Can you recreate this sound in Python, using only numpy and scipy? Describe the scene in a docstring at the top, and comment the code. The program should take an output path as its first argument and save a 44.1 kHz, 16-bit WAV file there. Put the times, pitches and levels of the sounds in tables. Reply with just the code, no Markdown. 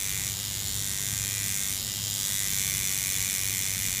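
"""A coil tattoo machine buzzes against skin, close by in a small room, over a low ventilation rumble.
Its armature strikes the coils about 98 times a second, rebounds, then taps the contact screw on the
way up; this periodic train of impacts drives the resonances of the frame. Lifted from the skin it is
quieter and thinner; pressed in with small circling moves it slows and rattles."""
import sys
import numpy as np
from scipy import signal
from scipy.fft import rfft, irfft
from scipy.io import wavfile

SR = 44100
rng = np.random.default_rng(int(sys.argv[2]) if len(sys.argv) > 2 else 0)


def digitize_waveform(pressure):
    """Quantize a signal to 16-bit integers and store it at the path in sys.argv[1].

    Rows of a 2-D input are taken as channels; values are limited to [-1, 1].
    """
    field = np.atleast_2d(pressure).T
    bounded = np.clip(field, -1, 1)
    quanta = np.round(bounded * 32767).astype(np.int16)
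    wavfile.write(sys.argv[1], SR, quanta)


N = 176400

# stroke rate, which sags as the needle drags: (time [s], rate [Hz])
STROKE_RATE = [(0.0, 97.34), (0.15, 97.57), (0.23, 98.82), (0.3, 96.91), (0.37, 99.04), (0.66, 99.2),
               (1.53, 98.38), (1.66, 98.73), (1.73, 97.73), (1.85, 99.17), (2.43, 99.12), (2.6, 97.48),
               (2.66, 97.87), (2.75, 96.66), (2.82, 97.88), (2.9, 95.88), (2.97, 97.84), (3.06, 94.97),
               (3.14, 97.4), (3.22, 94.72), (3.29, 97.48), (3.37, 95.03), (3.47, 97.24), (3.57, 93.35),
               (3.66, 97.69), (3.75, 93.63), (3.83, 96.29), (3.91, 92.46), (4.0, 97.29)]
# contact of needle and skin: (time [s], contact [0-1])
SKIN_CONTACT = [(0, 0.96), (.26, 0.9), (.35, 0.25), (.6, 0.34), (.82, 0.93), (1.71, 1), (1.79, 0.17),
                (2.1, 0.16), (2.32, 1), (4, 1)]
# strength of the strokes: (time [s], gain [dB])
STROKE_FORCE = [(0, -1.5), (.3, -0.5), (.5, -0.5), (.74, 0), (.95, -.7), (1.65, .7), (1.9, 0.1),
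                (2.25, 2.5), (2.55, 1.45), (2.8, 0.5), (3.4, 0), (4, -0.5)]
# strike, rebound and contact tap: (delay [ms], scatter [ms], lifted [dB], on skin [dB], pressed [dB])
IMPACTS = [(.02, 0.0012, 0, 2, 3), (.885, 0.016, -16, -10.5, -6), (5.6, 0.142, -13.5, -10, -11)]
# rattle of the needle bar through one stroke: (phase [cycles], relative level [dB])
RATTLE_CYCLE = [(0, 2), (.04, -4.5), (.14, -5.5), (.25, 6.5), (.42, -5.5), (.56, -3), (.7, -40), (.88, -18),
                (1, -5)]
# broad response of frame and tube: (frequency [Hz], lifted [dB], on skin [dB], pressed [dB])
FRAME_RESPONSE = [(500, -43, -32, -34), (1110, -27, -29.5, -36.5), (1440, -23.5, -19, -15.5),
                  (1954, -8, -2.5, -4), (2460, -13.5, -10, -4.5), (2650, -8.5, -6.5, -13.5),
                  (3040, -10.5, -13.5, -7.5), (3330, -9, -7, -9.5), (3900, -2, -3.5, -6),
                  (4430, -16, -17, -9.5), (4830, -3, -10.5, -11.5), (6270, -8.5, -3, 1.5),
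                  (6180, -5, -1, 1), (6500, -5.5, -6, -5.5), (7680, -4, -3.5, -2), (8660, -10.5, -7, -6),
                  (10130, -9, -6, -5), (12900, -11, -11, -9), (14900, -10, -10.5, -8)]
# modes of frame and springs: (frequency [Hz], bandwidth [Hz], lifted [dB], on skin [dB], pressed [dB])
FRAME_MODES = [(1162, 52, -32, -29, -18), (1578, 18, -20, -4, -26), (1990, 62, -8.5, 1, -12),
               (2887, 54, 2.5, -10, -4.5), (3174, 47, 0, -6.5, -17), (3486, 36, -21, -6, 1),
               (3690, 31, -2, -7, -27), (3910, 33, 0, -27, -26), (4365, 71, 0.5, -7, -10.5),
               (5115, 66, 0.5, -7, -10), (6910, 140, 1.5, 1.5, -0.5), (7225, 107, 1.5, 2, 0),
               (8100, 80, -6, -2, -18)]
# strength of the clack around CLACK_HZ: (time [s], gain [dB])
CLACK_GAIN = [(0, 0), (.24, 1.5), (.32, -4), (.55, -1), (.74, -6.5), (.9, -2.5), (1.3, 0), (1.6, -1),
              (1.68, -1.5), (1.75, -5), (1.9, -2), (2.2, -6.5), (2.4, -2.5), (2.7, 0), (3.1, 1), (4, 1)]
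# reflections from nearby surfaces: (delay [ms], gain [ratio])
REFLECTIONS = [(2.549, 0.064), (3.252, 0.14)]
# spectral density of the ventilation: (frequency [Hz], relative level [dB])
RUMBLE_SPECTRUM = [(20, -17), (33, -14), (48, -3), (63, -5), (80, 0), (120, -2), (160, -2.5), (185, -7),
                   (215, -5.5), (270, -14.5), (400, -16.5), (600, -20), (1200, -20.5), (4000, -23),
                   (15000, -33)]
# swells of the ventilation's bass: (time [s], gain [dB])
BASS_SWELLS = [(0, -3), (.1, 1), (.35, -1), (.58, 0.5), (.95, -0.5), (1.15, 3.5), (1.35, -1.5), (2.3, -0.5),
               (2.65, 1.5), (2.78, 4), (2.95, -0.5), (3.2, 1.5), (3.4, -1), (4, 3)]

FREE_HZ, PRESSED_HZ = 99.5, 97.25  # stroke rates with no load and with the needle pressed in
BUZZ_DB, RATTLE_DB, RATTLE_PRESSED_DB = -31, -38, 1  # balance ahead of STROKE_FORCE
CRACK_HZ, CRACK_PRESSED_HZ = 10600, 8500  # above these frequencies an impact is noise
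CLACK_HZ, CLACK_WIDTH_HZ = 2200, 670
RUMBLE_DB, HUM_DB, HUM_HZ = -42, -45.5, 106


def tattoo_machine():
    """A self-interrupting oscillator slows under load, so the sag in rate gives the needle's pressure."""
    rate, contact = curve(STROKE_RATE), np.clip(curve(SKIN_CONTACT), 0, 1)
    cycles = np.cumsum(rate) / SR + .84
    load = np.clip((FREE_HZ - rate) / (FREE_HZ - PRESSED_HZ), 0, 1)
    # shares of the three states: lifted, on skin, pressed
    states = np.array([1 - contact, contact * (1 - load), contact * load])
    drive = armature_impacts(cycles, states) + needle_rattle(cycles, states[2])
    return amp(curve(STROKE_FORCE)) * frame_resonance(drive, states)


def armature_impacts(cycles, states, uneven_db=.5, load_scatter=2.5):
    """Periodic impacts make a harmonic buzz; load scatters their timing and roughens it."""
    starts = np.interp(np.arange(1, int(cycles[-1]) + 1), cycles, np.arange(N)).astype(int)
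    pressed = states[2]
    knocks, cracks = np.zeros(N), np.zeros(N)
    for delay_ms, scatter_ms, *state_db in IMPACTS:
        timing, strength = rng.standard_normal((len(starts), 2)).T
        jitter_ms = scatter_ms * (1 + load_scatter * pressed[starts]) * timing
        sizes = amp(np.array(state_db) @ states[:, starts] + uneven_db * strength)
        ticks = clicks(starts / SR + (delay_ms + jitter_ms) / 1000, sizes)
        knocks += ticks
        cracks += impact_crack(ticks)
    knocks = metal_dispersion(knocks)
    unloaded = crossover(knocks, cracks, CRACK_HZ)
    loaded = crossover(knocks, cracks, CRACK_PRESSED_HZ)
    return amp(BUZZ_DB) * unit_rms((1 - pressed) * unloaded + pressed * loaded)


def impact_crack(ticks, length_ms=1.37):
    """Incoherent excitation: each impact's energy is spread over a burst of fresh noise."""
    t_ms = np.arange(200) * 1000 / SR
    burst = np.exp(-(2 * t_ms / length_ms - 1) ** 4)
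    power = abs(signal.oaconvolve(ticks ** 2, burst / burst.sum())[:N])
    return np.sqrt(power) * np.sign(rng.standard_normal(N))


def metal_dispersion(knocks, longest_ms=.902, points=22):
    """Dispersion spreads an impact: each frequency leaves the metal after its own short delay."""
    hz = np.fft.rfftfreq(N, 1 / SR)
    group_delay = np.interp(hz, np.linspace(0, SR / 2, points), rng.random(points)) * longest_ms / 1000
    phase = 2 * np.pi * np.cumsum(group_delay) * SR / N
    return irfft(rfft(knocks) * np.exp(-1j * phase), N)


def needle_rattle(cycles, pressed):
    """Amplitude-modulated noise: the loose needle bar chatters with each stroke, more under load."""
    envelope = amp(np.interp(cycles % 1, *np.transpose(RATTLE_CYCLE)))
    chatter = crossover(np.zeros(N), envelope * rng.standard_normal(N), hz=2560)
    return amp(RATTLE_DB + RATTLE_PRESSED_DB * pressed) * unit_rms(chatter)


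def frame_resonance(drive, states):
    """Forced vibration: the frame's modes filter the drive, with different weights in each state."""
    hz, *broad_db = np.transpose(FRAME_RESPONSE)
    f = abs(np.fft.fftfreq(4096, 1 / SR))
    sound = np.zeros(N)
    for k, share in enumerate(states):
        mode_power = sum(amp(db[k]) ** 2 / (1 + (2 * (f - centre) / width) ** 2)
                         for centre, width, *db in FRAME_MODES)
        gain = np.sqrt(spectrum(hz, broad_db[k], f) ** 2 + mode_power)
        sound += share * minimum_phase(drive, gain)
    band = np.exp(-((np.fft.rfftfreq(N, 1 / SR) - CLACK_HZ) / CLACK_WIDTH_HZ) ** 4)
    clack = irfft(rfft(sound) * band, N)
    sound += (amp(curve(CLACK_GAIN)) - 1) * clack
    return unit_rms(sound) * np.std(drive)


def room(direct, tail_db=-7.5, t60_s=.27, onset_s=.0033, hand_hz=1.6):
    """Reverberation: two early reflections, then a diffuse tail that changes as the hand moves."""
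    t = np.arange(SR // 2) / SR
    delay_ms, gain = np.transpose(REFLECTIONS)
    sound = direct + signal.oaconvolve(direct, clicks(delay_ms / 1000, gain)[:len(t)])[:N]
    positions = np.array([drift(hand_hz) for _ in range(5)])
    for share in positions / np.linalg.norm(positions, axis=0):
        tail = rng.standard_normal(len(t)) * amp(-60 * t / t60_s) * (t > onset_s)
        sound += amp(tail_db) * signal.oaconvolve(direct * share, tail / np.linalg.norm(tail))[:N]
    return sound


def ventilation(hum_waver=.9, swell_db=.8):
    """Superposition of broadband rumble and a wavering narrowband hum; the bass swells and ebbs."""
    gain = spectrum(*np.transpose(RUMBLE_SPECTRUM), np.fft.rfftfreq(N, 1 / SR))
    rumble = irfft(rfft(rng.standard_normal(N)) * gain, N)
    waver = 1 + hum_waver * (drift(rate_hz=2) + 1j * drift(rate_hz=3.4))
    hum = (waver * np.exp(2j * np.pi * HUM_HZ * np.arange(N) / SR)).real
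    air = amp(RUMBLE_DB) * unit_rms(rumble) + amp(HUM_DB) * unit_rms(hum)
    swell = amp(curve(BASS_SWELLS) + swell_db * drift(rate_hz=5.4))
    bass = crossover(air, np.zeros(N), hz=125)
    return air + (swell - 1) * bass


def amp(db):
    """Amplitude ratio of a level in decibels."""
    return 10 ** (np.asarray(db) / 20)


def unit_rms(x):
    """Normalisation to unit mean power."""
    return x / np.sqrt(np.mean(x ** 2) + 1e-20)


def curve(points):
    """Linear interpolation of (time [s], value) points at every sample."""
    return np.interp(np.arange(N) / SR, *np.transpose(points))


def spectrum(hz, db, at_hz):
    """Gain from levels interpolated on a logarithmic frequency axis."""
    return amp(np.interp(np.log(at_hz + 1), np.log(hz), db))


def drift(rate_hz):
    """Low-passed noise: a slow random fluctuation of unit power."""
    rolloff = 1 + (np.fft.rfftfreq(N, 1 / SR) / rate_hz) ** 4
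    return unit_rms(irfft(rfft(rng.standard_normal(N)) / rolloff, N))


def minimum_phase(x, gain):
    """Causal filter: the Hilbert transform of the log gain gives its phase."""
    log_response = np.conj(signal.hilbert(np.log(gain + 1e-5)))
    return signal.oaconvolve(x, np.fft.ifft(np.exp(log_response)).real)[:N]


def clicks(times, sizes, half_width=8):
    """Band-limited impulses: windowed sinc pulses can fall between samples."""
    at = times[:, None] * SR
    near = np.floor(at).astype(int) + np.arange(1 - half_width, half_width + 1)
    shape = np.sinc(near - at) * np.cos(np.pi * (near - at) / (2 * half_width)) ** 2
    return np.bincount(np.clip(near, 0, N).ravel(), (shape * sizes[:, None]).ravel(), N + 1)[:N]


def crossover(low, high, hz):
    """Power-complementary filters pass one sound below hz and another above it."""
    share = 1 / (1 + (np.fft.rfftfreq(N, 1 / SR) / hz) ** 4)
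    return irfft(rfft(low) * np.sqrt(share) + rfft(high) * np.sqrt(1 - share), N)


def scene():
    """Sound pressures add: the machine in its room and the ventilation, in one channel."""
    return (room(tattoo_machine()) + ventilation())[None]


def record(dry, cutoff_hz=15450):
    """Band limiting: a steep low-pass filter removes the highest treble."""
    lowpass = signal.firwin(301, cutoff_hz, window=("kaiser", 9), fs=SR)
    return signal.oaconvolve(dry, lowpass[None], "same")


dry = scene()
out = record(dry)
digitize_waveform(out)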